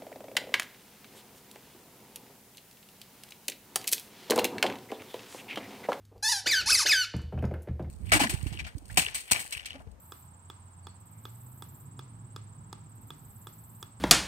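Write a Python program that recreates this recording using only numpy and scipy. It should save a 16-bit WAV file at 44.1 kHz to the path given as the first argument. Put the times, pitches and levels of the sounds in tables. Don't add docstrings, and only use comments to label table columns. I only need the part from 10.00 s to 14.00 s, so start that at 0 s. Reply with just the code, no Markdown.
import sys
import numpy as np
from scipy import signal
from scipy.io import wavfile

SR = 44100
rng = np.random.default_rng(int(sys.argv[2]) if len(sys.argv) > 2 else 0)


def transcribe(signal):
    frames = np.atleast_2d(signal).T
    limited = np.clip(frames, -1, 1)
    pcm = np.round(limited * 32767).astype(np.int16)
    wavfile.write(sys.argv[1], SR, pcm)


N = 176400
T = np.arange(N) / SR


def from_db(db):
    return 10 ** (np.asarray(db) / 20)


def rms_one(x):
    return x / np.sqrt(np.mean(x ** 2) + 1e-20)


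def automation(rows):
    time_s, *columns = np.transpose(rows)
    return [np.interp(T, time_s, column) for column in columns]


def at_hz(points, hz):
    freq_hz, value = np.transpose(points)
    return np.interp(np.log(hz), np.log(freq_hz), value)


def pan(db):
    return from_db(np.array([[-db], [db]]))


def butter(x, hz, kind, order=2):
    sos = signal.butter(order, np.clip(hz, 10, .48 * SR), kind, fs=SR, output="sos")
    return signal.sosfilt(sos, x + 1e-18)


def drift(hz):
    return rms_one(butter(rng.standard_normal(N + SR), hz, "low")[SR:])


def clicks(times_s, db):
    out = np.zeros(N)
    out[np.clip(np.round(times_s * SR).astype(int), 0, N - 1)] = from_db(db)
    return out


def ring(x, hz, t60_s):
    r, w = np.exp(-np.log(1000) / (t60_s * SR)), 2 * np.pi * hz / SR
    return signal.lfilter([0, np.sin(w)], [1, -2 * r * np.cos(w), r * r], x + 1e-18)


def yard(x, t60_s=0.28, build_s=0.0064):
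    t = T[:SR // 2]
    onset = 1 - np.exp(-(t / build_s) ** 2)
    echoes = rng.standard_normal((2, len(t))) * np.exp(-np.log(1000) * t / t60_s) * onset
    return signal.fftconvolve(x[None], rms_one(echoes) / np.sqrt(len(t)), axes=1)[:, :N]


# freq_hz, left_right_correlation
STEREO_IMAGE = [(60, 1), (150, 0.92), (280, 0.83), (550, 0.75), (1000, -0.24), (2000, -0.13),
                (4000, -0.048), (12000, -0.07)]


def noise_bands(spectrum, low_hz, high_hz, count):
    edges = np.geomspace(low_hz, high_hz, count + 1)
    centres = np.sqrt(edges[1:] * edges[:-1])
    white, bands = rng.standard_normal((2, 2, N)), []
    for k, hz in enumerate(centres):
        mid, side = butter(white[k % 2], edges[k:k + 2], "band", order=3)
        alike = np.clip(at_hz(STEREO_IMAGE, hz), -1, 1)
        stereo = np.sqrt(1 + alike) * mid + np.sqrt(1 - alike) * side * [[1], [-1]]
        bands.append(from_db(at_hz(spectrum, hz)) * stereo)
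    return centres, np.array(bands) / np.std(sum(bands))


# freq_hz, relative_density_db
HUSH_SPECTRUM = [(25, -49), (40, -15.5), (60, -8), (105, 3.5), (170, -3), (260, -12.5), (420, -21.5),
                 (620, -22), (950, -11), (1300, -18.5), (2000, -28), (3500, -33.5), (6000, -38.5),
                 (10000, -42), (16000, -38)]
# time_s, gain_db
RUMBLE_RIDE = [(0, -56.5), (.9, -56.5), (1.8, -52), (3.1, -51), (4, -54.5)]
TRAFFIC_PAN_DB = 1.05


def hush(crossover_hz=450, wash_gain_db=-55.5):
    centres, bands = noise_bands(HUSH_SPECTRUM, 22, 17500, count=26)
    rumble_db, = automation(RUMBLE_RIDE)
    low = centres < crossover_hz
    rumble = pan(TRAFFIC_PAN_DB) * from_db(rumble_db) * bands[low].sum(0)
    return rumble + from_db(wash_gain_db) * bands[~low].sum(0)


# time_s, firing_hz, level_db
REVVING_ENGINE = [(0, 80, -60), (.5, 90, -55.5), (.88, 90, -49), (1.05, 102, -55), (1.3, 113, -51),
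                  (1.6, 128, -53), (2.0, 133, -49.5), (2.4, 135, -61.5), (2.6, 150, -58.5), (3.1, 150, -58),
                  (3.4, 130, -68.5), (4, 127, -66)]
CRUISING_ENGINE = [(0, 94.8, -76), (1.2, 91.35, -58.5), (1.85, 101.9, -59), (2.15, 112, -50),
                   (2.42, 103.1, -48), (2.75, 106.4, -54.5), (3.3, 110, -54), (4, 110, -54)]


def engine(curve, flutter=0.28, octave_db=-18.5):
    hz, db = automation(curve)
    phase = 2 * np.pi * np.cumsum(hz) / SR
    note, octave = [np.sin(k * phase) * (1 + flutter * drift(13.3))
                    + np.cos(k * phase) * flutter * drift(9.6) for k in (1, 2)]
    return pan(TRAFFIC_PAN_DB) * from_db(db) * rms_one(note + from_db(octave_db) * octave)


# start_s, length_s, start_hz, end_hz, level_db
BIRD_NOTES = [(0.807, 0.114, 4550, 4390, -67), (1.04, .19, 2080, 2350, -74)]


def birds(wobble_hz=127):
    song = 0
    for start_s, length_s, start_hz, end_hz, db in BIRD_NOTES:
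        along = np.clip((T - start_s) / length_s, 0, 1)
        hz = start_hz + (end_hz - start_hz) * along + wobble_hz * drift(150)
        song = song + from_db(db) * np.sin(np.pi * along) * np.sin(2 * np.pi * np.cumsum(hz) / SR)
    return np.sqrt(2) * yard(song)


# start_s, release_s
KATYDID_BUZZES = [(-.4, .222), (1.17, 1.822), (3.12, 3.835)]
# start_s, relative_level_db
KATYDID_SCRAPES = [(0.997, -6), (1.052, -3), (1.106, -0.5), (1.160, -5), (2.887, -7), (2.948, -2.5),
                   (3.009, 0.5), (3.067, 2)]
# freq_hz, relative_density_db
KATYDID_SPECTRUM = [(8500, -57), (9700, -14.5), (10600, -4.5), (12000, 1), (13600, 3), (15000, -2),
                    (16000, -19), (18000, -26)]


def katydid(level_db=-59.5, wing_hz=62.2, throb_depth=0.2):
    swell_s, release_s = 0.091, 0.04
    scrape_attack_s, scrape_decay_s = 0.009, 0.031
    envelope = np.zeros(N)
    for on_s, off_s in KATYDID_BUZZES:
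        swell = 1 - np.exp(-np.maximum(T - on_s, 0) / swell_s)
        envelope += swell * np.exp(-np.maximum(T - off_s, 0) / release_s)
    envelope *= 1 + throb_depth * np.sin(2 * np.pi * wing_hz * T)
    for start_s, db in KATYDID_SCRAPES:
        age = np.maximum(T - start_s, 0)
        attack = 1 - np.exp(-(2 * age / scrape_attack_s) ** 2)
        envelope += from_db(db) * attack * np.exp(-age / scrape_decay_s)
    _, bands = noise_bands(KATYDID_SPECTRUM, 8500, 17500, count=10)
    return from_db(level_db) * envelope * bands.sum(0)


# first_chirp_s, interval_s, shortening_per_chirp_s
CRICKET_RHYTHMS = [(.0035, .05661, .0000184), (.028, .05772, .0000088), (.030, .0615, 0)]
# top_pitch_hz, arch_depth_hz, length_s, level_db, pan_db, reverb_send_db
CRICKET_VOICES = [(7780, 800, 0.016, -59, 1, -7.5), (8465, 500, .023, -65, 7.5, -1),
                  (8300, 500, 0.016, -66.5, -1, -1)]


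def cricket(first_s, interval_s, shortening_s, top_hz, arch_hz, length_s, db, pan_db, send_db):
    wobble_hz, wander_hz, roughness, waver_db, left_lag_s = 91, 43.7, 0.23, 0.53, 0.00003
    k = np.arange(int(N / SR / interval_s) + 3)
    middles_s = first_s + k * interval_s - shortening_s * k ** 2 / 2
    nearest = np.round(np.interp(T, middles_s, k)).astype(int)
    stroke = np.clip((T - middles_s[nearest]) / (length_s / 2), -1, 1)
    hz = top_hz - arch_hz * stroke ** 2 + wobble_hz * drift(499.73) + wander_hz * drift(10)
    envelope = np.cos(np.pi / 2 * stroke ** 2) * (1 + roughness * drift(330))
    envelope *= from_db(db + waver_db * drift(8))
    phase = 2 * np.pi * np.cumsum(hz) / SR
    song = envelope * np.sin([phase - 2 * np.pi * hz * left_lag_s, phase]) * np.sqrt(2)
    return pan(pan_db) * song + from_db(send_db) * pan(pan_db / 2) * yard(song[1], t60_s=0.14)


def contact_tick(times_s, db, t60_s=0.011):
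    decay = np.exp(-np.log(1000) / (t60_s * SR))
    envelope = signal.lfilter([1], [1, -decay], clicks(times_s, db) + 1e-18)
    return butter(envelope * rng.standard_normal(N), 3450, "high")


# start_s, knock_db, hollow_db, ring_db, clack_db, upper_db, tick_db
LANDINGS = [(0.121, 1.5, -0.2, -1.7, -0.5, 2, 1), (0.5, -0.3, 2, 2.5, 1, -3, -3.5),
            (0.8692, -0.8, 3.5, -0.5, -2, -0.5, -5), (1.2534, 1.5, -3, 2.5, 5, -4.2, -0.8),
            (1.6226, 0, 3, -1.5, 0.5, 0, 4.9), (1.9923, 0.8, 2, -0.5, 0.5, -1, -2.5),
            (2.3623, 2, -1, -0.5, 7, 6.5, -1), (2.7285, 0.7, 6, -4.0, 4.5, 6.5, 1),
            (3.1044, 1, 3, 4, 4, -5, 0.5), (3.47, 1, 1, -0.7, 0, -9, 0.5), (3.8275, 0.5, 1.5, 3, 3, 4, 6.5)]
# pitch_hz, level_db, t60_s
KNOCK_MODES = [(350, -39.5, 0.01), (1245, -32, 0.0063), (1620, -39.5, 0.0051), (2420, -54, 0.013)]
HOLLOW_MODES = [(946, -36.5, 0.0071)]
RING_MODES = [(3434, -40, 0.02)]
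CLACK_MODES = [(3800, -42.5, 0.0055)]
UPPER_MODES = [(5080, -46.5, 0.011), (6520, -56.5, 0.021), (7600, -44, 0.0031), (9000, -59, 0.0023)]


def ball(scatter_db=0.5, ground_delay_s=0.002338, ground_db=-1.5, pan_db=1.5, send_db=-8):
    times_s, knock_db, hollow_db, ring_db, clack_db, upper_db, tick_db = np.transpose(LANDINGS)
    layers = [(KNOCK_MODES, knock_db, 1), (HOLLOW_MODES, hollow_db, 1), (RING_MODES, ring_db, 1),
              (CLACK_MODES, clack_db, -1), (UPPER_MODES, upper_db, 1)]
    body = 0
    for modes, trim_db, polarity in layers:
        for k, (hz, db, t60_s) in enumerate(modes):
            blows = clicks(times_s, trim_db + db + scatter_db * rng.standard_normal(len(times_s)))
            body = body + polarity * (-1) ** k * ring(blows, hz, t60_s)
    direct = butter(body, 164, "high") + contact_tick(times_s, tick_db - 43)
    ground = np.interp(T - ground_delay_s, T, butter(direct, 2300, "low", order=1))
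    tap = direct + from_db(ground_db) * ground
    crack = butter(clicks(times_s, knock_db - 25), (420, 5100), "band")
    leaf_splash = yard(crack, t60_s=0.49)
    tail = yard(butter(tap, 2000, "low"))
    return pan(pan_db) * tap + from_db(send_db) * tail + leaf_splash


def scene():
    crickets = sum(cricket(*rhythm, *voice) for rhythm, voice in zip(CRICKET_RHYTHMS, CRICKET_VOICES))
    traffic = hush() + engine(REVVING_ENGINE) + engine(CRUISING_ENGINE)
    return traffic + katydid() + crickets + birds() + ball()


def record(dry, cutoff_hz=16000):
    return signal.sosfilt(signal.ellip(10, .2, 70, cutoff_hz, fs=SR, output="sos"), dry)


dry = scene()
out = record(dry)
transcribe(out)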